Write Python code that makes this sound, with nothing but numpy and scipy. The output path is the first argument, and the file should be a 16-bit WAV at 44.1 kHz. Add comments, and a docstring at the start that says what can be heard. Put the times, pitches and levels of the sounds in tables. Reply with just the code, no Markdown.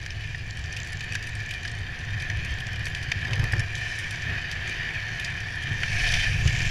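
"""Asphalt road, from the helmet of a rider on a fast drift trike.
Random taps of the road's grain ring the hard plastic rear wheels and shake the frame; both are banks of resonances.
Grit crackles and cracks, stones clack, damp specks tick: short noise bursts, most rung by the wheels.
Bumps and rough paving jolt the trike; sideways slides scrape, hiss and judder, the hardest near the end.
Low-frequency noise in gusts is wind at the microphone."""
import sys
import numpy as np
from scipy import signal
from scipy.fft import rfft, irfft, next_fast_len
from scipy.io import wavfile
from scipy.ndimage import uniform_filter1d, map_coordinates

SR = 44100
rng = np.random.default_rng(int(sys.argv[2]) if len(sys.argv) > 2 else 0)


def put_to_file(sound):
    """Save the sound as 16-bit audio at rate SR, in the file named by the first command-line argument."""
    columns = np.atleast_2d(sound).T  # one column per channel
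    safe = np.clip(columns, -1, 1)
    whole_steps = np.round(safe * 32767)
    wavfile.write(sys.argv[1], SR, whole_steps.astype(np.int16))


N = 295470  # samples


def amp(db):
    """Decibels to gain."""
    return 10 ** (np.asarray(db) / 20)


def unit(x):
    """Scale to rms 1."""
    return x / np.sqrt(np.mean(x ** 2) + 1e-20)


def together(db, gain):
    """Level in dB of a steady part (dB) and an added part (gain) whose powers sum."""
    return 20 * np.log10(np.hypot(amp(db), gain))


def wobble(knots_per_s):
    """Smooth random curve through Gaussian knots."""
    knots = rng.standard_normal(int(N * knots_per_s / SR) + 4)
    return map_coordinates(knots, [np.arange(N) * knots_per_s / SR])


def colour(points, modes=(), size=8192):
    """Minimum-phase impulse response of a broad spectrum with resonances standing on it."""
    hz = np.fft.rfftfreq(size, 1 / SR)
    point_hz, point_db = np.transpose(points)
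    power = amp(np.interp(np.log(hz + 1), np.log(point_hz), point_db)) ** 2
    for centre_hz, half_width_hz, db in modes:
        resonance = amp(db) / (1 + ((hz - centre_hz) / half_width_hz) ** 2)
        power = power + resonance ** 2
    # fold the cepstrum forward in time: this makes the response causal
    cepstrum = irfft(np.log(power) / 2)
    cepstrum[1:size // 2] *= 2
    cepstrum[size // 2 + 1:] = 0
    return irfft(np.exp(rfft(cepstrum)))


def through(x, *responses):
    """Convolve x with each response in turn, keeping its length."""
    for response in responses:
        x = signal.oaconvolve(x, response[:len(x)])[:len(x)]
    return x


def grains(rate, spread_db):
    """Tiny impacts at random moments, rate per second, random sign, clipped log-normal size."""
    hit = rng.random(N) < rate / SR
    sign = np.sign(rng.standard_normal(N))
    size_db = spread_db * np.clip(rng.standard_normal(N), -2.5, 2.5)
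    return hit * sign * amp(size_db)


def burst(length_s, size=2048):
    """Force of a stone giving way: noise with a sharp rise and a short crumbling."""
    u = np.arange(size) / SR / max(length_s, 1e-4)
    return rng.standard_normal(size) * np.sqrt(u) * np.exp(-2 * u)


def add(track, s, sound):
    """Mix a sound in at s seconds."""
    part = track[max(round(s * SR), 0):][:len(sound)]
    part += sound[:len(part)]


def patchy(x, depth_db, size=1024):
    """The colour shifts in patches of time and frequency as the worn tread turns and the rider leans."""
    z = signal.stft(x, nperseg=size)[2]
    field = uniform_filter1d(rng.standard_normal(z.shape), size=5, axis=0)
    field = uniform_filter1d(field, size=12, axis=1)
    return signal.istft(z * amp(depth_db * unit(field)), nperseg=size)[1][:N]


SWELL_SHAPE = 1.8  # 1 = pointed, 2 = round


def swells(rows):
    """Gain of events that swell to a peak and die away."""
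    t = np.arange(N) / SR
    gain = 0
    for s, rise_s, fall_s, db in rows:
        distance = np.abs((t - s) / np.where(t < s, rise_s, fall_s))
        gain = gain + amp(db) * np.exp(-distance ** SWELL_SHAPE)
    return gain


EDGE_S = 0.059  # time to roll onto a new surface


def stretch(start_s, end_s):
    """1 while the wheels are on a stretch of road, 0 off it, ramped at the edges."""
    t = np.arange(N) / SR
    return np.clip(.5 + np.minimum(t - start_s, end_s - t) / EDGE_S, 0, 1)


# Spectrum of the taps. Each row: frequency in Hz, relative level in dB.
ROLLING_SPECTRUM = [(700, 1), (1900, 4.5), (2500, -5.5), (3500, -1), (6000, -15), (15000, -4)]


def rolling(wheel, level_db):
    """The asphalt's chippings tap the wheels, whose load flutters."""
    taps = grains(rate=3500, spread_db=3.5) * amp(0.71 * wobble(45))
    return amp(level_db) * unit(through(taps, colour(ROLLING_SPECTRUM), wheel))


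# Spectrum of the catches. Each row: frequency in Hz, relative level in dB.
SCRAPING_SPECTRUM = [(700, -2), (1300, -15), (1800, -12.5), (2400, -0.5), (3200, -1), (4000, 0.5),
                     (6000, 0), (8000, -6.5), (15000, -5.5)]


def scraping(wheel, level_db):
    """Sideways slip tears at the plastic in finer, sharper catches."""
    flutter_db = 1.06 * wobble(70) + 0.32 * wobble(17)
    catches = grains(rate=5000, spread_db=5) * amp(flutter_db)
    scrape = through(catches, colour(SCRAPING_SPECTRUM), wheel)
    return amp(level_db) * unit(patchy(scrape, depth_db=2.5))


# The rear wheels step out sideways.
# Each row: time of the widest slip in seconds, rise in seconds, fall in seconds, slip in dB, sand hiss in dB.
SLIDE_EVENTS = [(.2, 0.17, 0.47, -19.5, -61), (3.9, .2, 0.28, -13, -50), (4.82, 0.56, 0.17, -16.5, -75),
                (6.13, 0.25, 0.18, -0.5, -39.5), (6.69, 0.33, .2, -6, -47.5)]


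def slides():
    """Gains of wheel slip and of the sand hiss under it, swelling with each slide."""
    slip = swells([(s, rise_s, fall_s, slip_db) for s, rise_s, fall_s, slip_db, _ in SLIDE_EVENTS])
    sand = swells([(s, rise_s, fall_s, sand_db) for s, rise_s, fall_s, _, sand_db in SLIDE_EVENTS])
    return slip, sand


# Spectrum of the sand's rasp. Each row: frequency in Hz, relative level in dB.
HISS_SPECTRUM = [(1500, -22), (3000, -15.5), (4000, -16), (5400, 5.5), (7500, 4.5), (9000, 5.5),
                 (15000, -9)]


def skid_hiss(wheel, level_db):
    """The finest sand rasps under the plastic as flickering noise, loud in a hard slide."""
    rasp = rng.standard_normal(N) * amp(1.7 * wobble(90))
    hiss = through(rasp, colour(HISS_SPECTRUM), wheel)
    return amp(level_db) * unit(patchy(hiss, depth_db=0.5))


# Spectrum of the stick-slip. Each row: frequency in Hz, relative level in dB.
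JUDDER_SPECTRUM = [(700, -18.5), (1300, -3.5), (1700, -2), (2600, -3.5), (4000, -11), (8000, -14)]


def judder(wheel, gain):
    """In a deep slide the plastic sticks and lets go, driving the wheel's lower rings hard."""
    slips = grains(rate=2200, spread_db=3.5) * amp(2.2 * wobble(60))
    return gain * unit(through(slips, colour(JUDDER_SPECTRUM), wheel))


# Spectrum of the road's rumble. Each row: frequency in Hz, relative level in dB.
RUMBLE_SPECTRUM = [(25, -18), (50, -8), (68, 0.5), (85, 0), (103, 0), (130, -2.5), (160, -5), (200, -21),
                   (300, -34.5), (800, -64.5)]
# The rider bouncing on the seat. Each row: resonance in Hz, half-width in Hz, relative level in dB.
SEAT_MODES = [(103.2, 5.9, 5)]


def ride(frame, rumble_db, frame_db):
    """The uneven road shakes rider and frame: random jolts through the resonances of each."""
    jolts = grains(rate=900, spread_db=2.5)
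    rumble = amp(rumble_db) * unit(through(jolts, colour(RUMBLE_SPECTRUM, SEAT_MODES)))
    shake = amp(frame_db) * unit(through(grains(rate=2500, spread_db=3), frame))
    return rumble + shake


# Wind noise spectrum. Each row: frequency in Hz, relative level in dB.
WIND_SPECTRUM = [(8, 2.5), (18, 4.5), (40, 4), (60, -3.5), (120, -12.5), (400, -58)]
# Gusts. Each row: peak time in seconds, rise in seconds, fall in seconds, wind level in dB.
GUST_EVENTS = [(2.2, 0.39, 0.76, -42.5), (3.45, 0.18, 0.19, -34), (6.1, 0.32, .25, -30.5),
               (6.56, .18, 0.3, -29)]
HEADWIND_DB = -43


def wind():
    """A steady headwind buffets the microphone, with gusts as the rider turns."""
    level_db = together(HEADWIND_DB, swells(GUST_EVENTS))
    return amp(level_db) * unit(through(rng.standard_normal(N), colour(WIND_SPECTRUM)))


# Spectrum of crushed grit, small and coarse. Each row: frequency in Hz, relative level in dB.
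GRIT_SPECTRUM = [(800, -42), (1800, -2), (3000, 8), (5000, 12), (7500, 16), (15000, 4.5)]


def loose_grit(wheel, level_db):
    """Small grains crackle under the wheels, each crumbling for a few milliseconds."""
    t = np.arange(SR // 20) / SR
    envelope = (1 - np.exp(-t / .0004)) * np.exp(-t / .0025)
    crumble = through(np.abs(grains(rate=38, spread_db=4.5)), envelope)
    crackle = crumble * patchy(rng.standard_normal(N), depth_db=5.5)
    treble = colour([(6000, 0), (10000, 3)], size=512)
    return amp(level_db) * unit(through(crackle, colour(GRIT_SPECTRUM), treble, wheel))


# Spectrum of the spatter. Each row: frequency in Hz, relative level in dB.
DROPLET_SPECTRUM = [(2000, -43), (3500, 1.5), (4800, 0), (6300, 2), (7400, 3), (8300, -21), (11000, -24.5),
                    (15000, -34)]
# The larger specks. Each row: start in seconds, peak in dB.
SPECK_EVENTS = [(0.0295, -37), (0.5082, -25.5), (0.8015, -28), (0.832, -26), (0.9712, -30), (0.995, -33),
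                (1.0105, -28)]


def spatter(level_db):
    """Specks thrown off the damp road tick thinly in a high band: a few singly, the rest as a fizz."""
    specks, band = np.zeros(N), colour(DROPLET_SPECTRUM)
    for s, db in SPECK_EVENTS:
        tick = through(burst(length_s=0.002), band)
        add(specks, s, amp(db) * tick / np.abs(tick).max())
    fizz = through(grains(rate=1900, spread_db=9.0), band)
    return specks + amp(level_db) * unit(fizz)


# Stones and road edges that strike a wheel.
# Each row: start in seconds, rms level in dB, treble lift in dB, strongest ring in Hz.
KNOCK_EVENTS = [(0.061, -40, 15, 2370), (0.346, -39, 8, 1910), (1.152, -32, 14.5, 1760),
                (1.65, -36, 3, 1820), (2.299, -33.5, 8.5, 1760), (2.867, -36.5, 8, 2370),
                (3.117, -29, 10, 2470), (3.249, -38.5, 8.5, 2360), (3.332, -34, 12, 2610),
                (3.5325, -30, -13, 1820), (5.833, -29, -1, 1800), (6.1393, -33.5, 20, 2440)]
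KNOCK_S = .0052  # how long a stone takes to give way


def knocks(wheel):
    """A stone or a road edge hits a wheel; where it lands decides which ring leads the clack."""
    track = np.zeros(N)
    for s, db, lift_db, ring_hz in KNOCK_EVENTS:
        tilt = [(600, 0.27), (2200, 0.58), (5500, lift_db), (12000, lift_db - 8.5)]
        contact = colour(tilt, [(ring_hz, 300, 8)], size=512)
        clack = through(burst(KNOCK_S), wheel, contact)
        add(track, s, amp(db) * unit(clack))
    return track


# Coarse grit crushed under a wheel, levels before the patchy colouring.
# Each row: start in seconds, peak in dB, top-octave lift in dB (hardness), crumbling time in seconds.
CRACK_EVENTS = [(0.105, -25.5, -9, 0.0031), (0.571, -29.5, 2, 0.0034), (0.639, -28.5, -13, 0.0046),
                (0.725, -28.5, -2, 0.006), (0.765, -23, -4, 0.0054), (0.871, -32, 5, .006),
                (1.038, -32, 5, 0.0038), (1.255, -43, 0, .0036), (1.27, -31.5, 12, 0.0058),
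                (1.352, -27.5, 4, 0.0035), (1.508, -25, 7, 0.0079), (1.537, -23, 2, 0.0048),
                (1.677, -27, -4, .006), (1.785, -37, -2, .003), (2.198, -26, -4, 0.0094),
                (2.447, -31, 5, 0.0062), (2.6, -35, 12, .006), (2.667, -24, 0, 0.0047),
                (2.855, -24.5, 5, 0.0044), (2.948, -23.5, -1, 0.0046), (3.027, -26.5, 3, 0.0059),
                (3.753, -20.5, 1, 0.00234), (3.988, -25.5, 12, 0.0025), (4.107, -28.5, 9.5, 0.0062),
                (4.22, -29, -9, 0.0039), (4.514, -22.5, -1, 0.0028), (4.675, -25, -1, 0.0047),
                (4.694, -27, 6, .005), (5.197, -20.5, 3, 0.0042), (5.246, -20.5, 1, .004),
                (5.403, -28.5, 6, .0036), (6.475, -16.5, -7, 0.0045), (6.618, -21, -14, .003)]
CRUMBS_S, CRUMBS_DB = 0.022, -13  # the scatter after each snap, level against the snap's


def cracks(wheel):
    """Larger grains snap and their crumbs scatter; the harder the grain, the brighter its crack."""
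    track, grit = np.zeros(N), through(wheel, colour(GRIT_SPECTRUM))
    for s, db, top_db, length_s in CRACK_EVENTS:
        hardness = colour([(7000, 0), (10000, top_db)], size=512)
        force = burst(length_s) + amp(CRUMBS_DB) * burst(CRUMBS_S)
        crack = through(force, grit, hardness)
        add(track, s, amp(db) * crack / np.abs(crack).max())
    return patchy(track, depth_db=3.0, size=128)


# Stretches of loose, damp grit. Each row: start in seconds, end in seconds, crackle in dB, spatter in dB.
GRITTY_STRETCHES = [(0.607, 1.74, -51, -59.5), (2.123, 3.123, -51, -72), (3.3, 3.633, -43, -61),
                    (3.736, 4.265, -57, -59), (5.618, 5.95, -45, -63), (6.418, 6.75, -41, -44)]
GRIT_DB, DRY_SPATTER_DB = -55, -62  # crackle and spatter present all along the road


def gritty():
    """Levels of crackle and of spatter in dB, as the wheels run through the grit."""
    gains = 0
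    for start_s, end_s, *levels_db in GRITTY_STRETCHES:
        gains = gains + np.outer(amp(levels_db), stretch(start_s, end_s))
    crackle, specks = gains
    return together(GRIT_DB, crackle), together(DRY_SPATTER_DB, specks)


# Bumps that jolt the whole trike.
# Each row: start in seconds, swing level in dB, pitch in Hz, rattle peak in dB against the swing.
BUMP_EVENTS = [(1.808, -26.5, 88, -31), (2.512, -19, 70, -18), (3.158, -23, 88, -20),
               (3.308, -17, 105, -16), (3.334, -27, 111, -3), (3.393, -17, 109, -21),
               (3.428, -19, 105, -10.5), (3.531, -18.5, 104, -14), (3.558, -22.5, 112, -9),
               (5.708, -19, 111, -14.5), (6.129, -20, 100, -19), (6.452, -9.5, 106, -20.5)]


def bumps(frame):
    """Each jolt swings seat and rider through a few deep cycles and rattles the frame."""
    track, t = np.zeros(N), np.arange(SR // 5) / SR
    u = t / 0.0095  # the swing is widest after 9.5 ms
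    for s, db, hz, rattle_db in BUMP_EVENTS:
        swing = -(u * np.exp(1 - u)) ** 2 * np.sin(2 * np.pi * hz * t)
        rattle = through(burst(length_s=0.017, size=len(t)), frame)
        rattle = amp(rattle_db) * rattle / np.abs(rattle).max()
        add(track, s, amp(db) * (swing + rattle))
    return track


# Stretches of rough paving. Each row: start in seconds, end in seconds, extra rumble in dB,
# extra frame shake in dB, extra wheel ring in dB.
ROUGH_STRETCHES = [(2.063, 3.29, 3.5, .5, 0.5), (3.265, 3.478, 6, 6, 0), (3.526, 3.638, 10.5, 5, 1.5),
                   (4.26, 4.377, 6.5, 5, 4), (4.547, 4.97, 0, 2, 1), (5.665, 6.306, 4.5, 2.5, 1),
                   (6.299, 6.75, 10.5, 4, -1)]


def paving():
    """What the rough stretches add to rumble, frame shake and wheel ring, in dB."""
    return sum(np.outer(extra_db, stretch(start_s, end_s)) for start_s, end_s, *extra_db in ROUGH_STRETCHES)


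# How hard speed and load drive the wheels. Each row: time in seconds, drive in dB (only its shape counts).
DRIVE_CURVE = [(0.0, -45.5), (0.13, -46.5), (0.44, -47), (0.81, -40), (0.97, -41.5), (2.1, -39.5),
               (2.24, -38.5), (3.08, -38.5), (3.4, -35.5), (3.71, -39), (4.0, -37), (4.82, -35),
               (5.56, -35), (5.7, -36)]
SCRUB_DB = 3.5  # drive lost to sliding, in all


def drive(slip):
    """Drive in dB about its mean, less what the slides have scrubbed off so far."""
    s, db = np.transpose(DRIVE_CURVE)
    drive_db = np.interp(np.arange(N) / SR, s, db)
    return drive_db - drive_db.mean() - SCRUB_DB * np.cumsum(slip) / slip.sum()


# Broad spectra of wheel and frame. Each row: frequency in Hz, relative level in dB.
WHEEL_BROAD = [(200, -63), (1000, -20.5), (1400, -29), (2100, -12), (4000, -23), (6400, -34), (7800, -36.5),
               (10500, -39), (13000, -45), (15500, -58)]
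FRAME_BROAD = [(100, -32), (220, -1), (400, -6), (600, -5.5), (860, -8.5), (1300, -6), (2000, -7),
               (5000, -83)]
# Resonances of the plastic wheel, and of the steel frame and seat.
# Each row: resonance in Hz, half-width in Hz, relative level in dB.
WHEEL_MODES = [(712.6, 51, -13.5), (1767, 124.5, 1), (2378, 192, -4.5), (3056, 200, -10.5), (3630, 95, -18),
               (4685, 480, -20.5), (5470, 230, -24.5), (6030, 300, -23.5), (7010, 230, -30.5),
               (9840, 310, -36.5)]
FRAME_MODES = [(239.2, 26, 5), (339, 30, 1.5), (385, 39, 0), (488, 91, -2), (743, 78, -1.5), (948, 40, -5)]
ROLL_DB, SCRAPE_DB, HISS_DB = -37, -40.5, -65.5  # running straight on clean asphalt, at the mean drive
RUMBLE_DB, SHAKE_DB = -36.5, -50  # on smooth asphalt, at the mean drive
ROLL_GROWS, SCRAPE_GROWS, SHAKE_GROWS = 1.01, 0.69, 0.36  # dB for each dB of drive
SLIDE_JUDDER_DB, SLIDE_SCRAPE_DB = -28, -27  # at full slip
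SLIDE_GRIT_DB = -4  # against the sand hiss
CLUMP_DB = 3  # how unevenly sand lies on the road


def scene():
    """Drive, slip and surface set the contact levels; wheel sounds share one set of resonances."""
    wheel, frame = colour(WHEEL_BROAD, WHEEL_MODES), colour(FRAME_BROAD, FRAME_MODES)
    slip, sand = slides()
    drive_db = drive(slip)
    extra_rumble_db, extra_shake_db, extra_ring_db = paving()
    crackle_db, spatter_db = gritty()

    roll_db = ROLL_DB + ROLL_GROWS * drive_db + extra_ring_db
    scrape_db = together(SCRAPE_DB + SCRAPE_GROWS * drive_db, amp(SLIDE_SCRAPE_DB) * slip)
    hiss_db = together(HISS_DB + drive_db + CLUMP_DB * wobble(12), sand)
    grit_db = together(crackle_db, amp(SLIDE_GRIT_DB) * sand)
    rumble_db = RUMBLE_DB + extra_rumble_db
    shake_db = SHAKE_DB + SHAKE_GROWS * drive_db + extra_shake_db

    road = rolling(wheel, roll_db) + scraping(wheel, scrape_db)
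    skid = skid_hiss(wheel, hiss_db) + judder(wheel, amp(SLIDE_JUDDER_DB) * slip)
    stones = loose_grit(wheel, grit_db) + cracks(wheel) + knocks(wheel)
    body = ride(frame, rumble_db, shake_db) + bumps(frame)
    return (road + skid + stones + spatter(spatter_db) + body + wind())[None]


TOP_HZ = 15500


def record(dry):
    """Band limit: nothing passes from TOP_HZ up."""
    m = next_fast_len(N + SR // 2)
    kept = np.fft.rfftfreq(m, 1 / SR) < TOP_HZ
    return irfft(rfft(dry, m) * kept, m)[..., :N]


dry = scene()
out = record(dry)
put_to_file(out)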